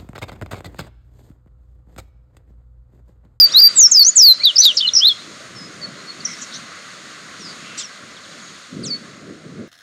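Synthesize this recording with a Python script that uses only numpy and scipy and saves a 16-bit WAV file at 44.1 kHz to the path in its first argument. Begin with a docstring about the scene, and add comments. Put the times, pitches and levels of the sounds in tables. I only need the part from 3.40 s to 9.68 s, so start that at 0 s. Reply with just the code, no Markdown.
"""A small finch close to the microphone ends a song phrase of gliding whistles and short buzzes, loud enough to
overload the recorder. The whistles are near sines; the buzzes are tones shaken in level and phase. Other birds
whistle, rasp and chirp farther off in the same ways, and one swoops down with its octave; hoarse haze also
lingers after some of the near notes. Leaves and distant traffic hiss and rumble, and wind gusts rumble on the
microphone: all shaped noise."""
import sys
import numpy as np
from scipy import signal
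from scipy.fft import rfft, irfft
from scipy.io import wavfile
from scipy.ndimage import uniform_filter1d

SR = 44100
rng = np.random.default_rng(int(sys.argv[2]) if len(sys.argv) > 2 else 0)


def dump(signal):
    """Clip the signal to [-1, 1] and save it as 16-bit WAV at the path in sys.argv[1]."""
    limited = np.clip(np.atleast_2d(signal).T, -1, 1)
    pcm = np.round(limited * 32767).astype(np.int16)
    wavfile.write(sys.argv[1], SR, pcm)


N = 276948  # length [samples]

# Whistled notes of the near bird: (start [s], length [ms], pitch at start, quarter, middle, three quarters
# and end [Hz each], level at the start [dB], change over the note [dB], attack [ms], release [ms])
NEAR_NOTES = [(0, 72.3, 5030, 4770, 4648, 4615, 4580, -2.5, -0.5, 0.067, 12),
              (0.072, 53, 2240, 2625, 3360, 3900, 4500, -47.5, 20.5, 3.9, 3),
              (0.12, 30, 5300, 5660, 5630, 5670, 5840, -26, -2.5, 2.5, 3),
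              (0.13, 74, 3550, 3785, 4034, 4370, 4730, 6.5, -15, 40, 4),
              (0.19, 90.6, 4665, 4840, 4717, 4640, 4720, -6, 6.5, 8, 7),
              (0.345, 126.5, 8130, 7590, 6590, 5660, 5260, -4, 3, 49.4, 6),
              (0.511, 30.3, 8000, 6770, 6400, 6200, 5750, -1, -13, 7.1, 4),
              (0.532, 110.6, 5680, 5066, 4758, 4452, 4260, -7, 4, 18, 13),
              (0.644, 62, 5660, 6080, 6300, 6940, 6800, -11.5, 6, 6, 11),
              (0.75, 184.5, 8370, 5660, 4700, 4203, 3990, -4, 1.5, 21, 22),
              (0.99, 42, 4140, 4100, 4320, 4400, 4700, -19, -17, 11, 3),
              (1.0, 38, 2000, 2110, 2330, 2430, 2470, -40, 13.5, 4, 8),
              (1.03, 22, 3980, 4090, 4500, 4580, 4600, -14, 4, 7, 2),
              (1.046, 76, 4010, 3830, 3390, 3060, 2600, -1.5, -21, 8, 14),
              (1.154, 22.6, 4900, 5160, 5200, 4530, 4200, -14.5, 9.5, 7, 6),
              (1.178, 55.6, 4950, 5800, 6006, 6120, 6020, -1.5, -5, 5.3, 20),
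              (1.251, 80, 3940, 3707, 3275, 2955, 2600, -3, -20, 3.2, 13),
              (1.368, 13.5, 5380, 5740, 5370, 5200, 4850, -4, -19, 4.1, 2),
              (1.4, 22, 2510, 3090, 3440, 3640, 3900, -10, -5.5, 10.3, 5),
              (1.421, 47.3, 2970, 3130, 2974, 2980, 2830, -18, 4.5, 5.9, 6),
              (1.462, 34.4, 4270, 4140, 4164, 3840, 3270, -7, -5, 18, 4),
              (1.534, 15, 5330, 5700, 5780, 6100, 6100, -7.5, -16, 2.9, 2),
              (1.549, 15.4, 5180, 5500, 5800, 5950, 5900, -4.5, -11.5, 3.8, 2),
              (1.561, 21, 4900, 5250, 5284, 5380, 5120, -7, -1, 1.9, 2),
              (1.594, 104.2, 2693, 3080, 3556, 4090, 4393, 5, -14, 83, 9),
              (1.682, 48.3, 4000, 3520, 3390, 3310, 3280, -12, -7, 2.9, 7)]
# Whistled notes of birds farther off, same columns
FAR_NOTES = [(2.14, 160, 5670, 5180, 5100, 5110, 5130, -38, -8, 24, 30),
             (2.41, 66, 4700, 4520, 4400, 4406, 4360, -36.5, 14.5, 6.4, 23),
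             (2.57, 52, 4140, 4190, 4150, 4130, 4080, -44.5, 4, 12, 12),
             (2.665, 53, 4280, 4390, 4360, 4340, 4260, -41, 17.5, 8, 13),
             (2.8, 18, 4700, 4660, 4570, 4250, 4150, -33.5, -4, 6.4, 2.7),
             (2.835, 45, 7250, 7140, 7100, 7100, 7050, -44, 0, 13, 15),
             (2.847, 18.7, 6720, 6150, 5700, 5510, 5330, -11, -13, 7, 3),
             (2.905, 20, 6540, 6100, 5660, 5400, 5350, -36.5, 5, 3, 4),
             (2.925, 25, 6100, 5650, 5360, 5400, 5330, -31, -12, 2.6, 3.5),
             (3.995, 105, 6050, 5550, 5100, 4630, 4250, -42.5, 5, 11, 15),
             (4.379, 10.4, 5900, 5860, 5780, 5800, 5750, -24, -4, 3, 2),
             (4.387, 70, 4920, 3650, 3350, 2970, 2500, -32, -16, 3, 5.3),
             (4.43, 46, 6100, 5800, 5600, 5320, 5190, -29, -15, 7.6, 5)]
# Buzzy notes of the near bird: (start [s], length [ms], loudest point [share 0-1],
# first pitch [Hz], last pitch [Hz], spread [Hz], level [dB])
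NEAR_BUZZES = [(0.118, 15, .7, 5100, 4500, 300, -26), (0.18, 26, 0.3, 4840, 4710, 352, -12),
               (0.53, 16, .7, 6300, 6000, 550, -18), (0.627, 25, 0.26, 5200, 5220, 453, -17.5),
               (1.212, 46.6, 0.87, 4205, 4620, 472, -8), (1.372, 33.7, 0, 5000, 4300, 664, -13),
               (1.576, 36, 0, 5200, 5320, 493, -10)]
# Hoarse, hazy sounds farther off: some calls, some smears lingering after near notes; same columns
FAR_HAZE = [(0.345, 64.5, 0.72, 3750, 3820, 150, -31), (1.235, 46, 0.32, 7330, 6500, 447, -26.5),
            (1.345, 45, 0.49, 7000, 6900, 567, -33), (2.862, 90, .1, 5800, 5900, 605, -36),
            (2.865, 95.5, 0.17, 2104, 2100, 180, -39), (2.96, 70, .6, 6130, 5400, 350, -42),
            (3.005, 47.2, .5, 6900, 6000, 900, -31.5), (3.1, 85.6, 0.62, 3840, 4060, 520, -34.5),
            (3.13, 54.6, 0.32, 5300, 6700, 500, -34), (4.03, 110, 0.63, 5420, 4290, 400, -38.5),
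            (4.372, 67.8, 0.14, 5886, 4830, 2530, -31), (4.382, 50.5, 0.12, 7830, 6440, 360, -31),
            (4.39, 39.8, .6, 5580, 4880, 500, -33), (4.15, 308, 0.58, 2697, 2707, 800, -42.5),
            (5.01, 167, 0.14, 6770, 6440, 330, -47)]
# Leaf and traffic hiss over time: (time [s], level [dB], level of the treble [dB])
HISS_LEVELS = [(0.0, -36, -36), (0.35, -39.5, -35.5), (0.61, -46, -46.5), (1.12, -44.5, -38.5),
               (1.78, -44, -42.5), (2.1, -42.5, -43.5), (2.7, -42.5, -43.5), (2.97, -41, -39.5),
               (3.4, -41, -42), (4.3, -42, -41.5), (4.7, -43, -44.5), (5.1, -42.5, -43), (5.33, -47, -46),
               (5.7, -45.5, -46.5), (5.85, -48, -50), (6.28, -49, -53.5)]
# Wind on the microphone over time: (time [s], level [dB])
WIND_LEVELS = [(0.0, -32), (0.02, -46.5), (0.91, -55.5), (2.46, -42), (3.34, -48.5), (3.97, -48.5),
               (4.0, -41), (4.58, -53), (4.65, -44.5), (4.84, -51.5), (5.14, -47.5), (5.27, -61),
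               (5.33, -36), (5.4, -30.5), (5.75, -48), (5.91, -32), (6.03, -49), (6.05, -36.5),
               (6.21, -31.5), (6.28, -43)]
# Tone colours of hiss, its treble, wind and far traffic: (frequency [Hz], relative strength [dB per Hz])
HISS_SPECTRUM = [(290, -20.5), (500, -11), (562, -5.5), (732, -8), (875, -14.5), (1110, -0.5), (1390, 2),
                 (1840, -2.5), (2010, 0.5), (3010, -20.5), (3200, -48), (4160, -62), (7040, -120)]
TREBLE_SPECTRUM = [(1530, -10), (2600, 0.5), (3020, 1), (3630, 2.5), (4370, 4.5), (4890, 0), (5460, -1.5),
                   (6110, -2), (6610, 3), (7590, -6), (7890, -8), (9060, -8), (10800, -26), (12500, -23),
                   (16200, -67), (22000, -120)]
WIND_SPECTRUM = [(15, -67), (25, -40), (43, -34), (158, -3.5), (189, -1.5), (335, -7), (509, -14),
                 (697, -40), (900, -48.5), (1170, -70), (1980, -120)]
RUMBLE_SPECTRUM = [(15, -44.5), (25, -12.5), (43, -28.5), (105, 2.5), (172, -3), (366, -5), (599, 5),
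                   (800, -9.5), (1040, -37), (1760, -120)]
# Strong single reflections: (delay [s], level [dB])
REFLECTIONS = [(.0045, -13.5), (.011, -16), (.023, -26), (.041, -27.5), (.1, -42), (.14, -36.5)]
# Brief catches in the near whistles: (time [s], depth [dB], negative where it gets louder, width [ms])
NEAR_CATCHES = [(0.054, 10, 7.7), (0.2656, 4, 2.5), (0.4234, 16, 2.2), (0.4344, 7, 0.92), (0.5963, -5, 1.2),
                (0.661, 9.5, 3.2), (0.68, 11, 0.78), (0.7762, 9.5, 0.74), (0.786, 20.5, .8),
                (0.811, 9, 1.3), (0.8273, 11, 0.88), (0.926, -13, 4.7), (1.0756, -2, 3.5), (1.198, 10, 3.5),
                (1.217, 13, 3), (1.2748, 3, 3.6), (1.4412, 7, 6), (1.485, 16, 2.4), (1.668, 7, 2.5)]
# A swooping whistle farther off: (time [s], pitch [Hz], level [dB], octave level [dB])
SWOOP_CURVE = [(5.428, 5210, -48, -75), (5.44, 4500, -29.5, -40.5), (5.455, 3600, -37, -32),
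               (5.47, 2890, -51, -28), (5.485, 2470, -46, -32.5), (5.497, 2400, -54, -35),
               (5.51, 2253, -51, -22), (5.55, 2212, -50, -27), (5.568, 2230, -56, -48)]

# Smaller catches come at random on fast glides; closer ones add up.
CATCH_DB, CATCH_HALF_LENGTH_MS = 4.5, .9
CATCHES_PER_KHZ, FAST_GLIDE_KHZ_PER_S = 1.8, 29  # number per kHz of glide, reached at this speed
RUMBLE_DB = -52.5
CHIRP_MS, CHIRP_FIRST_HZ, CHIRP_LAST_HZ, CHIRP_SPREAD_HZ = 36, 4500, 2700, 200
CHIRPS_START_S, CHIRP_EVERY_S, CHIRP_COUNT = 4.75, .0795, 8
FIRST_CHIRP_DB, CHIRP_FADE_DB = -43.5, .9  # each chirp is softer than the last by the fade
# Tail level against the direct sound, and time for its early part to fall 60 dB
NEAR_TAIL_DB, NEAR_T60_S = -19, .12
FAR_TAIL_DB, FAR_T60_S = -12, .17
LATE_TAIL_DB, LATE_T60_S = -16, .73  # slower late scatter, level against the early part
OVERLOAD, KNEE = .69, 12  # ceiling as a share of full scale; a higher knee bends more sharply
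CUTOFF_HZ = 15780


def from_db(db):
    """Turn decibels into a multiplier."""
    return 10 ** (np.asarray(db) / 20)


def rms_one(x):
    """Scale to an average (rms) strength of 1."""
    return x / np.sqrt(np.mean(x ** 2) + 1e-20)


def in_time(rows):
    """Draw each column as a curve with one value per sample."""
    s, *columns = np.transpose(rows)
    return [np.interp(np.arange(N) / SR, s, column) for column in columns]


def drift(rate_hz):
    """Random wandering with rms 1: noise smoothed twice by a one-pole low-pass."""
    r = np.exp(-2 * np.pi * rate_hz / SR)
    noise = rng.standard_normal(N + SR)
    return rms_one(signal.lfilter([1], [1, -2 * r, r * r], noise)[SR:])  # skip the settling second


def coloured_noise(spectrum, patchy_db, patch_hz):
    """Noise with a given spectrum, in five bands that swell and sink partly together; rms 1."""
    hz = np.maximum(np.arange(N // 2 + 1) * SR / N, 1)
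    point_hz, point_db = np.transpose(spectrum)
    colour_db = np.interp(np.log(hz), np.log(point_hz), point_db, -90, -90)
    shaped = rfft(rng.standard_normal(N)) * from_db(colour_db)
    edges = np.geomspace(point_hz[0], point_hz[-1], 6)
    together = drift(patch_hz)
    total = np.zeros(N)
    for low, high in zip(edges, edges[1:]):
        band = irfft(shaped * (hz >= low) * (hz < high), N)
        total += band * from_db(patchy_db * (together + drift(patch_hz)))
    return rms_one(total)


def sample_range(start, length_ms):
    """Sample numbers covered by one note."""
    return np.arange(round(start * SR), round((start + length_ms / 1000) * SR))


def note_curve(start, length_ms, *rest):
    """Pitch and height of one note: a smooth glide through five pitches under attack, slope and release."""
    *hz, level_db, change_db, attack_ms, release_ms = rest
    i = sample_range(start, length_ms)
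    share = np.linspace(0, 1, len(i))
    corners = np.interp(share, np.linspace(0, 1, len(hz)), hz)
    pitch = uniform_filter1d(corners, size=len(i) // 6, mode="nearest")
    attack = np.clip(share * length_ms / max(attack_ms, .1), 0, 1)
    release = np.clip((1 - share) * length_ms / max(release_ms, 1), 0, 1)
    return i, pitch, from_db(level_db + change_db * share) * (attack * release) ** 2


def whistles(notes, waver_db, waver_hz):
    """Each note is a near sine that follows its pitch and level, wavering and catching on fast glides."""
    out, waver, jitter, chance = np.zeros(N), drift(120), drift(202), rng.random(N)
    dip = signal.windows.hann(round(2 * CATCH_HALF_LENGTH_MS * SR / 1000))
    for note in notes:
        i, pitch, height = note_curve(*note)
        glide_khz = np.abs(np.gradient(pitch)) / 1000  # pitch change per sample
        speed_share = np.minimum(glide_khz * SR / FAST_GLIDE_KHZ_PER_S, 1)
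        caught = chance[i] < CATCHES_PER_KHZ * glide_khz * speed_share
        shake_db = waver_db * waver[i] - CATCH_DB * np.convolve(caught, dip, "same")
        turns = np.cumsum(pitch + waver_hz * jitter[i]) / SR + rng.random()
        out[i] += np.sqrt(2) * height * from_db(shake_db) * np.sin(2 * np.pi * turns)
    return out


def catches():
    """Gain that dips for a few milliseconds, or at some points rises, in a smooth bell shape."""
    t, gain_db = np.arange(N) / SR, np.zeros(N)
    for s, depth_db, width_ms in NEAR_CATCHES:
        i = slice(round((s - .01) * SR), round((s + .01) * SR))
        gain_db[i] -= depth_db * np.exp(-.5 * ((t[i] - s) / (width_ms / 2000)) ** 2)
    return from_db(gain_db)


def leaf_and_traffic_hiss():
    """Two layers of patchy noise, a main hiss and its treble, each with its own level over time."""
    hiss_db, treble_db = in_time(HISS_LEVELS)
    hiss = from_db(hiss_db) * coloured_noise(HISS_SPECTRUM, patchy_db=.79, patch_hz=14)
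    treble = from_db(treble_db) * coloured_noise(TREBLE_SPECTRUM, patchy_db=.5, patch_hz=4)
    return hiss + treble


def wind_on_microphone():
    """Gusts rumble on the microphone: low patchy noise that swells and sinks."""
    return from_db(in_time(WIND_LEVELS)[0]) * coloured_noise(WIND_SPECTRUM, patchy_db=1.9, patch_hz=6.5)


def far_traffic():
    """Distant traffic as low patchy noise at one overall level."""
    return from_db(RUMBLE_DB) * coloured_noise(RUMBLE_SPECTRUM, patchy_db=2.5, patch_hz=8)


def buzzes(calls, steady_share, roundness=1):
    """A gliding tone shaken quickly at random in level and phase, which spreads it over a band."""
    out = np.zeros(N)
    for start, length_ms, loudest, first_hz, last_hz, spread_hz, level_db in calls:
        i = sample_range(start, length_ms)
        low_pass = signal.butter(4, spread_hz, fs=SR, output="sos")
        shake = signal.sosfilt(low_pass, rng.standard_normal((2, SR // 2)))
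        shake = rms_one(shake[:, 2000:2000 + len(i)])  # skip the filter's settling
        phase = 2 * np.pi * np.cumsum(np.linspace(first_hz, last_hz, len(i))) / SR
        peak = np.clip(loudest, .05, .95)
        arch = np.interp(np.linspace(0, 1, len(i)), [0, peak, 1], [0, np.pi / 2, np.pi])
        shape = np.abs(np.sin(arch)) ** roundness
        tone = (steady_share + shake[0]) * np.sin(phase) + shake[1] * np.cos(phase)
        out[i] += from_db(level_db) * shape * rms_one(tone)
    return out


def far_chirps():
    """An even row of falling buzzy chirps, each a little softer."""
    calls = []
    for k in range(CHIRP_COUNT):
        start, level_db = CHIRPS_START_S + k * CHIRP_EVERY_S, FIRST_CHIRP_DB - k * CHIRP_FADE_DB
        calls.append((start, CHIRP_MS, .5, CHIRP_FIRST_HZ, CHIRP_LAST_HZ, CHIRP_SPREAD_HZ, level_db))
    return buzzes(calls, steady_share=.84)


def swoop():
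    """A falling whistle that levels out: a sine and its octave, which becomes the stronger of the two."""
    hz, level_db, octave_db = in_time(SWOOP_CURVE)
    t, phase = np.arange(N) / SR, 2 * np.pi * np.cumsum(hz) / SR
    on = 1. * (t > SWOOP_CURVE[0][0]) * (t < SWOOP_CURVE[-1][0])
    sounding = uniform_filter1d(on, size=100)  # soften both ends
    tones = from_db(level_db) * np.sin(phase) + from_db(octave_db) * np.sin(2 * phase)
    return np.sqrt(2) * sounding * tones


def among_trees(x, tail_db, t60):
    """Direct sound, single reflections and a diffuse tail scattered back by leaves and trunks."""
    t = np.arange(SR) / SR
    decay = from_db(-60 * t / t60) + from_db(LATE_TAIL_DB - 60 * t / LATE_T60_S)
    tail = rng.standard_normal(SR) * decay * np.clip(t / .00578, 0, 1)  # builds up over 5.78 ms
    response = from_db(tail_db) * tail / np.sqrt(np.sum(tail ** 2))
    response[0] = 1  # direct sound
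    for delay, level_db in REFLECTIONS:
        response[round(delay * SR)] += from_db(level_db)
    return signal.fftconvolve(x, response)[:N]


def scene():
    """Near bird and far birds among trees, with hiss, wind and traffic rumble."""
    near = catches() * whistles(NEAR_NOTES, waver_db=1.4, waver_hz=25.3)
    near += buzzes(NEAR_BUZZES, steady_share=.8, roundness=.65)
    far = buzzes(FAR_HAZE, steady_share=.45, roundness=1.16)
    far += whistles(FAR_NOTES, waver_db=1.7, waver_hz=18)
    far += far_chirps() + swoop()
    birds = among_trees(near, NEAR_TAIL_DB, NEAR_T60_S) + among_trees(far, FAR_TAIL_DB, FAR_T60_S)
    return (birds + leaf_and_traffic_hiss() + wind_on_microphone() + far_traffic())[None]


def record(dry):
    """The input stage flattens the loudest notes, adding odd overtones; the top is cut without phase shift."""
    clipped = dry / (1 + np.abs(dry / OVERLOAD) ** KNEE) ** (1 / KNEE)
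    top_cut = signal.cheby2(16, 35, CUTOFF_HZ, fs=SR, output="sos")
    return signal.sosfiltfilt(top_cut, clipped)  # run forwards and backwards


dry = scene()
out = record(dry)
dump(out)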